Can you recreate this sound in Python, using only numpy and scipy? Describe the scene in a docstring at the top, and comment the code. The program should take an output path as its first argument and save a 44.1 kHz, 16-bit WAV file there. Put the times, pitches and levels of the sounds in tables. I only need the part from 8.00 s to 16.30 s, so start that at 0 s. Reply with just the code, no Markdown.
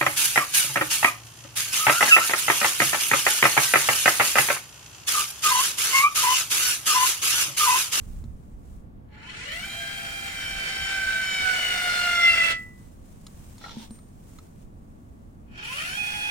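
"""First a puff of breeze rumbles while hands rustle over a radio controller and click its knob.
Then an electric actuator, a motor-driven screw, lifts the plough blade of a tracked machine and slows
under the load. Its 14-tooth gear whines and rattles, its screw hisses and the steel body rings along.
In the pause the knob clicks again and a shoe scuffs on artificial turf. Then the blade starts to sink."""
import sys
import numpy as np
from scipy import signal
from scipy.fft import rfft, irfft, next_fast_len
from scipy.io import wavfile
from scipy.ndimage import uniform_filter1d

SR = 44100
rng = np.random.default_rng(int(sys.argv[2]) if len(sys.argv) > 2 else 0)


def persist_wave(psi):
    """Save psi, clipped to +-1, as 16-bit WAV."""
    counts = np.round(np.clip(psi, -1, 1) * 32767).astype(np.int16)
    wavfile.write(sys.argv[1], SR, np.atleast_2d(counts).T)


N = 366030
TIME = np.arange(N) / SR
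COARSE = 40   # slow changes are worked out once in this many samples
FFT_SIZE = next_fast_len(N)
FFT_HZ = np.arange(FFT_SIZE // 2 + 1) * SR / FFT_SIZE


def from_db(db):
    """Turn decibels into a gain."""
    return 10 ** (np.asarray(db) / 20)


def rms_one(x):
    """Scale a signal to an average power of 1."""
    return x / np.sqrt(np.mean(x ** 2) + 1e-20)


def in_time(rows):
    """Join the rows of a timed table into one curve for each column."""
    seconds, *columns = np.transpose(rows)
    return [np.interp(TIME, seconds, column) for column in columns]


def during(start_s, stop_s, attack_s, release_s):
    """1 from start to stop, swelling before and dying away after."""
    outside = np.maximum((start_s - TIME) / attack_s, (TIME - stop_s) / release_s)
    return np.exp(-np.maximum(0, outside)) + 1e-12


def swells(rows):
    """A loudness curve made of bell-shaped swells."""
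    return np.sqrt(sum(from_db(2 * db) * np.exp(-np.minimum(2 * ((TIME - s) / half) ** 2, 60))
                       for s, half, db in rows))


def wander(rate):
    """A smooth random curve in coarse steps, about 1 in size, with about `rate` turns a second."""
    r = np.exp(-2 * np.pi * COARSE * rate / SR)
    noise = rng.standard_normal(len(TIME[::COARSE]) + 2000)
    return rms_one(signal.lfilter([1], [1, -2 * r, r * r], noise)[2000:])


def drift(rate):
    """A wandering curve filled in at every sample."""
    return np.interp(TIME, TIME[::COARSE], wander(rate))


def air(alike):
    """White stereo noise; `alike` runs from 0 (unrelated sides) to 1 (equal sides)."""
    mid, side = rng.standard_normal((2, N))
    return rms_one(np.sqrt(1 + alike) * mid + np.sqrt(1 - alike) * side * [[1], [-1]])


def at_hz(spectrum, hz):
    """Look up the gain of a tone-colour table at the given pitches."""
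    points, db = np.transpose(spectrum)
    return from_db(np.interp(np.log(np.maximum(hz, 1)), np.log(points), db))


def colour(x, spectrum):
    """Give a sound a tone colour and an average power of 1."""
    return rms_one(irfft(rfft(x, FFT_SIZE) * at_hz(spectrum, FFT_HZ), FFT_SIZE)[..., :N])


def muffle(x, hz):
    """Take away the treble above a pitch."""
    return signal.sosfilt(signal.butter(4, hz, fs=SR, output="sos"), x)


def resonate(x, hz, width):
    """Let a sound ring at one pitch; the narrower the width in Hz, the longer it rings."""
    r = np.exp(-np.pi * width / SR)
    feedback = [1, -2 * r * np.cos(2 * np.pi * hz / SR), r * r]
    return signal.lfilter(np.array([1, 0, -1]) * (1 - r * r) / 2, feedback, x + 1e-18)


def strike(events, modes, contact_s):
    """Each blow is a brief rough contact that sets the tones of an object ringing."""
    out = np.zeros((2, N))
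    t = np.arange(SR // 2) / SR
    for s, db, *brightness in events:
        ring = 0
        for hz, level, fade_s in modes:
            envelope = from_db(level + sum(brightness) * np.log2(hz) - 60 * t / fade_s)
            ring += envelope * np.sin(2 * np.pi * hz * t + rng.normal(0, .6, (2, 1)))
        contact = rng.standard_normal((1, len(t))) * np.exp(-t / contact_s)
        blow = signal.fftconvolve(ring, contact)[:, :len(t)]
        at = round(s * SR)
        out[:, at:at + len(t)] += from_db(db) * blow / np.abs(blow).max()
    return out


# Tone colours of the far rumble and of its part that comes from all sides.
# Each row: pitch in Hz, relative level in dB.
RUMBLE_COLOUR = [(40, -7), (100, 1.5), (150, -1.5), (215, -0.5), (300, -8), (420, -16), (700, -22),
                 (1100, -29.5), (1600, -35.5), (2500, -40.5), (5000, -49.5), (15000, -50)]
ALL_SIDES_COLOUR = [(100, -16), (220, -15.5), (400, -5), (700, -9), (1400, -18), (2500, -31.5), (6000, -44)]
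def distance():
    """A steady far rumble and the thin tone of a far machine."""
    rumble = from_db(-49) * colour(air(.8), RUMBLE_COLOUR)
    all_sides = from_db(-60.5) * colour(rng.standard_normal(N), ALL_SIDES_COLOUR) * [[1], [-1]]
    far_machine = from_db(-81) * np.sqrt(2) * np.sin(2 * np.pi * 1123 * TIME)
    return rumble + all_sides + far_machine


# Puffs of wind. Each row: middle in seconds, half-length in seconds, relative level in dB.
GUSTS = [(.19, 0.18, -41.5), (.65, 0.37, -49.5), (2.58, 0.019, -47), (2.82, 0.037, -45), (4.36, 0.034, -50)]
# Tone colour of the wind. Each row: pitch in Hz, relative level in dB.
WIND_COLOUR = [(15, -9.5), (33, 1.5), (50, -2.5), (72, -3), (110, -10.5), (200, -20), (400, -78.5)]
def breeze():
    """Light wind rumbles on the microphone, a little louder on the right."""
    strength = from_db(6) * np.hypot(from_db(-57 + 3.5 * drift(12)), swells(GUSTS))
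    return from_db([[-1.2], [1.2]]) * strength * colour(air(.68), WIND_COLOUR)


# Brushing movements. Each row: middle in seconds, half-length in seconds, relative level in dB.
RUSTLES = [(.07, 0.18, -59), (.42, 0.25, -70), (.71, 0.11, -66), (4.6, 0.095, -57), (4.83, 0.16, -62),
           (5.1, 0.12, -63.5), (5.47, 0.3, -57.5), (5.82, 0.056, -54.5), (5.95, 0.064, -60),
           (6.08, 0.13, -66.5), (6.34, 0.19, -60.5), (6.61, 0.055, -65.5), (7.0, 0.66, -71.5)]
# Tone colour of the brushing. Each row: pitch in Hz, relative level in dB.
SLEEVE_COLOUR = [(1000, -0.5), (2500, -4.5), (4500, -7.5), (7000, -2.5), (9300, -2), (11000, -10.5),
                 (16000, -6.5)]
def hands():
    """Hands and sleeves brush over the controller."""
    rubbing = air(.018) * from_db(1.1 * drift(70))
    return from_db(2) * swells(RUSTLES) * colour(rubbing, SLEEVE_COLOUR)


# Knob and switch clicks. Each row: start in seconds, relative peak in dB, brightness in dB per octave.
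CLICKS = [(0.2399, -39, 0), (5.2665, -24.5, 1), (5.581, -31.5, 3), (5.9066, -41, 0), (5.9886, -38, -6),
          (6.3863, -29.5, -3)]
# Spring pings and soft bumps. Each row: start in seconds, peak level in dB.
PINGS = [(5.78, -58), (5.909, -46)]
BUMPS = [(.24, -35), (5.769, -28), (5.804, -41), (5.908, -33)]
# The tones of the plastic case, the spring and a bump.
# Each row: pitch in Hz, relative level in dB, seconds to fade by 60 dB.
PLASTIC_TONES = [(1302, 3, 0.037), (2130, 0, 0.013), (3450, -9, 0.0096), (4140, 10, 0.01),
                 (5000, 12.5, 0.0037), (6760, 7.5, 0.011), (8900, 7, 0.007), (11500, -9, .005)]
SPRING_TONES = [(1755, -23, .25), (3984, -24, .27), (5626, -21, .4), (8694, 0, .45)]
BUMP_TONES = [(165, -17, .08), (222, 0, .14), (330, -28, .05), (900, -30, .06)]
def controller():
    """Clicks ring the plastic case, a small spring pings and soft bumps thud."""
    clicks = from_db(-8.5) * strike(CLICKS, PLASTIC_TONES, contact_s=.004)
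    pings = strike(PINGS, SPRING_TONES, contact_s=.00024)
    bumps = strike(BUMPS, BUMP_TONES, contact_s=.0003)
    return clicks + pings + bumps


# Slips of the sole. Each row: start in seconds, peak level in dB, brightness in dB per octave.
JERKS = [(5.613, -41, -1), (5.639, -29.5, 0), (5.648, -35.5, 5), (5.661, -33.5, -6.5), (5.679, -40, -1),
         (5.692, -35.5, 3), (5.712, -41, 8)]
# The tones of the sole. Each row: pitch in Hz, relative level in dB, seconds to fade by 60 dB.
SOLE_TONES = [(824, -2, 0.067), (1360, 8, 0.041), (1880, 1, 0.032), (2160, -4, 0.059), (3480, -5, 0.06),
              (4100, 1, 0.042), (5540, -12, .05)]
# Crunches of the grass. Each row: middle in seconds, half-length in seconds, level in dB.
CRUNCHES = [(5.65, 0.048, -48), (5.715, 0.07, -46), (5.815, 0.052, -46.5)]
# Tone colour of the grass. Each row: pitch in Hz, relative level in dB.
TURF_COLOUR = [(500, 0.5), (720, -4), (920, 10), (1150, -11), (1500, -5), (2600, -4.5), (3100, -0.5),
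               (3550, 4.5), (4000, -1.5), (4900, -4.5), (5620, -2), (6200, -7), (8000, -17), (15000, -27)]
def shoe():
    """The sole slips in quick jerks while the plastic grass crunches under it."""
    grass = colour(air(.034) * from_db(1.7 * drift(110)), TURF_COLOUR)
    return strike(JERKS, SOLE_TONES, contact_s=.0062) + swells(CRUNCHES) * grass


GEAR_TEETH, MOTOR_SLOTS = 14, 12
LIFT_ON_S, LIFT_STOP_S = .975, 4.515
LOWER_ON_S, LOWER_STOP_S = 7.26, 8.401
SPIN_UP_HZ_PER_S, SINKING_HZ = 1150, 834   # both refer to the tooth rate: teeth meeting per second


def per_run(lift, lower):
    """One value for lifting, another from the moment lowering is switched on."""
    return np.where(TIME > LOWER_ON_S, lower, lift)


# The motor's speed under the rising blade. Each row: time in seconds, tooth rate in Hz.
LIFT_SPEED = [(1.65, 779.3), (1.71, 790), (1.8, 795.4), (2.01, 795), (2.15, 794), (2.3, 790.2),
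              (2.4, 777.5), (2.85, 777.8), (3.05, 771.5), (3.35, 760.8), (3.65, 732.3), (3.85, 717),
              (4.11, 704), (4.3, 683.1), (4.52, 662.4)]
def motor():
    """The tooth rate in Hz climbs from each switch-on, up to the speed that the load allows."""
    climb = SPIN_UP_HZ_PER_S * (TIME - per_run(LIFT_ON_S, LOWER_ON_S))
    return np.clip(climb, 20, per_run(in_time(LIFT_SPEED)[0], SINKING_HZ))


def tooth_chatter(tooth_hz):
    """How much the loose teeth bounce, 0 to 1: only during spin-up, and less near full speed."""
    speeding_up = np.clip(np.gradient(tooth_hz) * SR / SPIN_UP_HZ_PER_S, 0, 1)
    smoothed = np.clip(uniform_filter1d(speeding_up, size=3000), 0, 1)
    return smoothed * np.interp(tooth_hz, (620.4, 827.4), (1, 0))


def soft_start(tooth_hz, pulse_hz=857, fade_from_hz=470):
    """The pulsed power supply makes the motor sing faintly while it is still slow."""
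    phase = 2 * np.pi * np.cumsum(pulse_hz * (1 + .0092 * drift(38.4))) / SR
    easing = np.clip(1 - (tooth_hz - fade_from_hz) / 60, 0, 1)
    return easing * (np.sin(phase) + .74 * np.sin(2 * phase)) * from_db(2 * drift(25))


# Tone colours of the screw, lifting and lowering. Each row: pitch in Hz, relative level in dB.
LIFT_SCREW = [(3000, -27), (5500, -3), (7000, -4.5), (9000, -1), (10800, -8.5), (16000, -8.5)]
LOWER_SCREW = [(3000, -22), (5500, -2.5), (6500, -4), (8200, -4), (9500, 1.5), (10900, -3), (12200, -11.5),
               (16000, -7)]
def screw_hiss(tooth_phase, tooth_hz, speed):
    """The nut slides along the screw; under load its hiss brightens as it goes faster."""
    sliding = sum(during(start_s, stop_s, attack_s=.013, release_s=.0099)
                  for start_s, stop_s in ((1.26, LIFT_STOP_S), (7.645, LOWER_STOP_S)))
    level = sliding * from_db(-.5 + .44 * drift(7.6)) * np.minimum(tooth_hz / 553, 1) ** 4
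    friction = air(.058) * (1 + .27 * np.cos(tooth_phase)) * from_db(.95 * drift(83))
    hiss = colour(friction, LIFT_SCREW)
    bright = speed ** 11
    loaded = bright * hiss + (1 - bright) * 1.64 * muffle(hiss, hz=7500)
    return level * per_run(loaded, colour(friction, LOWER_SCREW))


def tooth_knocks(tooth_phase, jitter_s=.0004):
    """Every tooth lands with its own strength and timing, turn after turn, amid sliding friction."""
    count = np.floor(tooth_phase / (2 * np.pi)).astype(int)
    at = np.flatnonzero(np.diff(count))
    tooth = count[at] % GEAR_TEETH
    strength = rng.permutation(np.linspace(-1.6, 1.6, GEAR_TEETH))[tooth]
    force = from_db(1.8 * strength + 3 * rng.standard_normal(N)[at])
    knocks = np.zeros((2, N))
    for side in knocks:
        late = .8 * rng.standard_normal(GEAR_TEETH)[tooth] + .4 * rng.standard_normal(N)[at]
        side[np.clip(at + (late * jitter_s * SR).astype(int), 0, N - 1)] = force
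    for lag in (53, 127, 211):   # each knock spreads in time as it travels through the case
        allpass = np.r_[.65, np.zeros(lag), 1]
        knocks = signal.lfilter(allpass, allpass[::-1], knocks + 1e-18)
    friction = air(.1) * (1 + .5 * np.cos(tooth_phase)) * (1 + .3 * np.cos(tooth_phase / GEAR_TEETH))
    return rms_one(knocks) + .75 * rms_one(friction)


# The tones of the actuator's housing. Each row: pitch in Hz, width in Hz, relative level in dB.
HOUSING_TONES = [(1420, 44, -1.5), (1330, 17, -10.5), (1773, 48.9, -2), (2061, 11.2, 6.5), (2264, 29, 5.5),
                 (2535, 9, 3), (2696, 38, -5), (3055, 10, 0), (4270, 36, -3)]
# Tone colours of the tooth faces that lift and lower. Each row: pitch in Hz, relative level in dB.
LIFT_RATTLE = [(200, -19.5), (350, -11.5), (480, -12.5), (600, -11.5), (680, -13), (760, -12.5),
               (1000, -13), (1150, -12.5), (1380, -5), (2300, -5.5), (3000, -4.5), (3800, -10), (5500, -12),
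               (6300, -16.5), (9000, -17.5), (15000, -50.5)]
LOWER_RATTLE = [(200, -9), (600, -13.5), (720, -9), (900, -11.5), (1250, -17.5), (1550, -11.5),
                (1900, -6.5), (2180, -13), (2500, -1), (3200, -7.5), (3900, -12.5), (5600, -9.5),
                (8000, -26.5), (15000, -44)]
def gear_rattle(tooth_phase, speed, lifting, lowering):
    """Knocking teeth ring the housing; slow teeth land softly and sound dull."""
    rattle = np.zeros((2, N))
    for running, spectrum, housing_db in ((lifting, LIFT_RATTLE, 4.5), (lowering, LOWER_RATTLE, 6.5)):
        knocks = tooth_knocks(tooth_phase)
        housing = sum(from_db(db) * resonate(knocks, hz, width) for hz, width, db in HOUSING_TONES)
        rattle += running * colour(knocks + from_db(housing_db) * housing, spectrum)
    bright = np.clip((speed - .3) / .4, 0, 1)
    softened = np.sqrt(1 - bright ** 2) * muffle(rattle, hz=2840) + bright * rattle
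    return softened * from_db(-3.5 + 1.2 * drift(8.7))


# The gear case tones that bouncing teeth set off.
# Each row: pitch in Hz, width in Hz, relative level in dB when lifting, and when lowering.
BOUNCE_TONES = [(1390, 86, 2, 12), (1850, 63, 14, 4), (2010, 56, 16.5, 1), (2260, 55, 15, 7),
                (2490, 64, 2, 23), (2760, 51, 10, 16), (3040, 180, 12, 14), (3940, 120, 7, -4.5),
                (4280, 150, 7, 2.5), (5680, 90, 1, -1), (7100, 85, 3.5, 4)]
def bouncing_teeth():
    """Loose teeth bounce in the gaps between them and ring the gear case in uneven bursts."""
    bursts = rms_one(air(.033) * from_db(4 * drift(55)))
    return sum((-1) ** k * from_db(per_run(lift_db, lower_db)) * resonate(bursts, hz, width)
               for k, (hz, width, lift_db, lower_db) in enumerate(BOUNCE_TONES))


def bouncing_case(overtones, hz=2750, width=670):
    """The bouncing case lets one band of the high whine through strongly."""
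    return from_db(per_run(13.5, 14.5)) * resonate(resonate(overtones, hz, width), hz, width)


def tube(x, spacing_hz=50):
    """The crowded tones of the actuator's tube give the treble a metallic grain."""
    grid = np.arange(0, SR / 2, spacing_hz)
    shared, *sides = rng.standard_normal((3, len(grid)))
    depth_db = np.interp(grid, (600, 3500), (0, 3))
    gains = [from_db(depth_db * (shared + side / 2) - depth_db ** 2 / 8) for side in sides]
    response = [np.interp(FFT_HZ, grid, gain) for gain in gains]
    return irfft(rfft(x, FFT_SIZE) * response, FFT_SIZE)[:, :N]


def cover_plate(rattle, hz=1570, width=240):
    """The gears shake the cover, whose hollow roar reaches left and right with opposite sign."""
    roar = resonate(resonate(rattle[0], hz, width), hz, width)
    return from_db(per_run(1, 16)) * roar * [[1], [-1]]


# The tones of the steel body. Each row: pitch in Hz, relative level in dB, seconds to fade by 60 dB.
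STEEL_TONES = [(662, -18, .5), (1330, -14, .34), (1642, -6, .25), (1712, -12, .43), (1992, 3.5, .42),
               (2062, -1.5, .33), (2229, -5, .3), (2681, -16, .4)]
def steel_body(whine, rattle, gear_level, lifting, tight_db=-25.5):
    """The lifting load presses the actuator ever tighter against the body, which rings along."""
    contact = lifting * np.sqrt(np.minimum(gear_level / from_db(tight_db), 1))
    shaking = contact * (from_db(9.5) * whine + from_db(5.5) * rattle)
    return sum(from_db(db) * resonate(shaking, hz, width=np.log(1000) / (np.pi * fade_s))
               for hz, db, fade_s in STEEL_TONES)


# How well the gear case gives off the whine. Each row: pitch in Hz, relative level in dB.
CASE_COLOUR = [(450, -31), (555, -19), (630, -24), (720, -15), (778, -21), (795, -13), (900, -5.5),
               (1100, -2), (1330, -14), (1600, -17.5), (1690, -7), (1900, -6), (2150, -13), (2400, -5),
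               (2800, -13), (3170, -5.5), (3700, -10), (4250, -8), (4800, -14.5), (5600, -12.5),
               (6200, -31), (7100, -11), (8000, -23), (10000, -14)]
# The case's panels. Each row: pitch in Hz, width in Hz, relative level in dB, left minus right in dB.
PANELS = [(560, 30, -12.5, 2), (704, 21.3, -18.5, -3.5), (860, 23, -16.5, -5.5), (1407, 60, 0, -7),
          (1495.2, 15, 3.5, -8.5), (1537, 14, 6, -2.5), (1600.5, 13, 7.5, -2), (2018.4, 11, 8.5, 6.5),
          (2067.4, 28, 9, 5.5), (2272, 18.9, 5.5, 3.5), (2350, 36, 0.5, -5), (2505, 53, 8.5, -7),
          (2670, 34, 0, -4.5), (2727, 50, 3.5, 2.5), (2820, 23, -5, 5.5), (2923, 40, -1.5, 5.5),
          (3044.5, 33, -1.5, 1.5), (3120, 49, -8, -6.5), (3173, 27, -5.5, -11.5), (3440, 65, -4.5, -6),
          (3497, 110, 1, 4), (3950, 25, -25, 1.5), (4090, 50, -7.5, -0.5), (4260, 51, -4, 6.5),
          (4690, 75, -6.5, -12.5), (4985, 30, -10, 0.5)]
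def case_gain(hz, chatter):
    """Panels sing out, left and right, as a tone glides across their pitch."""
    coarse_hz = hz[::100]
    built_up = 1 - .88 * chatter[::100]   # a fast glide leaves little time to start ringing
    power = at_hz(CASE_COLOUR, coarse_hz) ** 2
    for centre, width, db, pan_db in PANELS:
        peak = built_up * from_db(db) / (1 + 2 * ((coarse_hz - centre) / width) ** 2)
        sides = from_db([[pan_db], [-pan_db]])
        power = power + peak ** 2 * sides / sides.mean()
    return np.array([np.interp(TIME, TIME[::100], side) for side in np.sqrt(power)])


def ripple(hz, spacing_hz=39.4):
    """Small resonances and echoes make a gliding tone swell and fade on each side."""
    grid = np.arange(1000) * spacing_hz
    shared, *sides = rng.uniform(-1.7, 1.7, (3, len(grid)))
    return np.array([np.interp(hz, grid, rms_one(from_db(2.84 * (shared + side)))) for side in sides])


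def smeared(x, chatter, fade_s=.1):
    """A fast glide leaves the many small tones of the case ringing behind it, so it breaks up."""
    t = np.arange(int(fade_s * SR)) / SR
    ring = rng.standard_normal((2, len(t))) * from_db(-60 * t / fade_s)
    ring /= np.linalg.norm(ring, axis=1, keepdims=True)
    share = .6 * chatter
    return np.sqrt(1 - share) * x + signal.oaconvolve(np.sqrt(share) * x, ring, axes=1)[:, :N]


# Echoes from the body and a fence put left and right out of step.
# Each row: pitch in Hz, gap between the sides in radians.
PHASE_GAPS = [(560, 2.3), (700, 1.3), (795, 1.5), (830, 2.6), (1250, 2.5), (1400, 1.1), (1490, 2.5),
              (1545, .6), (1580, 2.9), (1700, 2.8), (2050, 1), (2290, .6), (2360, 2.1), (2550, 2),
              (2950, .8), (3170, 1.1), (3330, 2.6), (4000, 1.5)]
def whine_tone(tooth_phase, tooth_hz, multiple, sway, rough, fade=.33):
    """One tone: the off-centre gear sways it each turn, friction roughens it, echoes make it fade."""
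    turn = np.exp(1j * tooth_phase[::COARSE] / GEAR_TEETH)
    up, down, far_up, far_down = np.exp(2j * np.pi * rng.random(4))   # phases of four side tones
    lopsided = turn * (up + far_up * turn / 4) + turn.conj() * (down + far_down * turn.conj() / 4)
    strength = np.sqrt(2) * (1 + sway * lopsided + rough * (wander(45) + 1j * wander(25)))
    gap = np.exp(.5j * np.interp(multiple * tooth_hz[::COARSE], *np.transpose(PHASE_GAPS)))
    paths = [strength * (side + fade * (wander(3) + 1j * wander(3))) for side in (gap, gap.conj())]
    tone = np.exp(1j * multiple * tooth_phase)
    stereo = np.array([(tone * np.interp(TIME, TIME[::COARSE], path)).real for path in paths])
    return stereo / np.sqrt(1 + 2 * fade ** 2)


def slot_hum(tooth_phase, tooth_hz, speed):
    """The motor's slots hum just below the gear's pitch, once it turns fast."""
    hum = whine_tone(tooth_phase, tooth_hz, MOTOR_SLOTS / GEAR_TEETH, sway=.15, rough=.55)
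    return from_db(per_run(-54, -58)) * speed ** 3 * hum


# The high tones of the whine. Each row: multiple of the tooth rate, relative level in dB.
OVERTONES = [(5, 0.5), (6, -2), (7, -1.5), (8, 0), (9, 2), (10, -6), (11, -8.5)]
def gear_overtones(tooth_phase, tooth_hz, chatter):
    """The high tones swell as they glide through pitches that the case gives off well."""
    out = np.zeros((2, N))
    for multiple, db in OVERTONES:
        hz = multiple * tooth_hz
        tone = whine_tone(tooth_phase, tooth_hz, multiple, sway=.24, rough=.45)
        out += from_db(db - 6.5) * case_gain(hz, chatter) * ripple(hz) * tone
    return smeared(out, chatter)


# The four main tones of the whine. Each row: multiple of the tooth rate, relative level in dB when
# lifting and when lowering, dB added at full chatter for each of the two, sway 0-1, roughness 0-1.
WHINE_TONES = [(1, 2.5, 6, 2, -2, 0.14, 0.5), (2, 3, -3.5, -9, 9, 0.13, 0.22),
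               (3, 0.5, -1.5, 5.5, 0, 0.21, 0.2), (4, 1, 8, 2, -4.5, 0.27, 0.29)]
def gear_whine(tooth_phase, tooth_hz, chatter):
    """The meeting teeth whine; lifting and lowering press on opposite faces and so sound different."""
    weakened = from_db(chatter * (-1.5 + .92 * drift(36)))   # bouncing teeth whine less
    out = np.zeros((2, N))
    for multiple, lift_db, lower_db, lift_extra_db, lower_extra_db, sway, rough in WHINE_TONES:
        level_db = per_run(lift_db + lift_extra_db * chatter, lower_db + lower_extra_db * chatter)
        fade = .6 if multiple == 1 else .33
        tone = whine_tone(tooth_phase, tooth_hz, multiple, sway, rough, fade)
        out += from_db(level_db - 3.5) * case_gain(multiple * tooth_hz, chatter) * tone
    return weakened * smeared(out, chatter)


# The strain grows as the blade rises.
# Each row: time in seconds, relative level of the gears in dB, and of the screw's hiss in dB.
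STRAIN = [(1.66, -37, -46), (2.33, -36.5, -43.5), (2.45, -33.5, -44.5), (3.22, -30.5, -44.5),
          (3.62, -28, -39), (4.1, -26.5, -40), (4.5, -26, -41)]
def actuator():
    """The motor's speed and strain drive the whine, rattle and hiss, first lifting, then lowering."""
    lifting = during(1.135, LIFT_STOP_S, attack_s=.026, release_s=.024)   # gears grip after switch-on
    lowering = during(7.6, LOWER_STOP_S, attack_s=.043, release_s=.024)
    running = lifting + lowering
    tooth_hz = motor()
    speed = np.minimum(tooth_hz / 650, 1)
    chatter = tooth_chatter(tooth_hz)
    wobble = .0011 * drift(14) + .008 * chatter * drift(35)
    tooth_phase = 2 * np.pi * np.cumsum(tooth_hz * (1 + wobble)) / SR
    lift_gear_db, lift_hiss_db = in_time(STRAIN)
    gear_level = from_db(per_run(lift_gear_db, -35)) * speed ** .96
    hiss_level = from_db(per_run(lift_hiss_db, -42.5))

    whine = gear_level * speed ** 1.9 * gear_whine(tooth_phase, tooth_hz, chatter)
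    overtones = gear_level * speed * gear_overtones(tooth_phase, tooth_hz, chatter)
    hum = slot_hum(tooth_phase, tooth_hz, speed)
    tones = running * (whine + from_db(-8 * chatter) * overtones + hum)   # chatter weakens overtones
    rattle = gear_level * gear_rattle(tooth_phase, speed, lifting, lowering)
    loose_teeth = running * gear_level * speed ** .8 * bouncing_teeth()
    bounce = chatter * (loose_teeth + bouncing_case(running * overtones))
    hiss = hiss_level * screw_hiss(tooth_phase, tooth_hz, speed)
    body = steel_body(whine, rattle, gear_level, lifting)
    singing = running * from_db(per_run(-58.5, -59)) * soft_start(tooth_hz)
    return tones + tube(hiss + rattle) + cover_plate(rattle) + bounce + body + singing


def scene():
    """The machine, its operator and the open air."""
    return actuator() + controller() + hands() + shoe() + breeze() + distance()


def record(dry):
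    """A steep filter cuts the treble above 15800 Hz."""
    return signal.sosfilt(signal.ellip(10, .1, 80, 15800, fs=SR, output="sos"), dry)


dry = scene()
out = record(dry)
persist_wave(out)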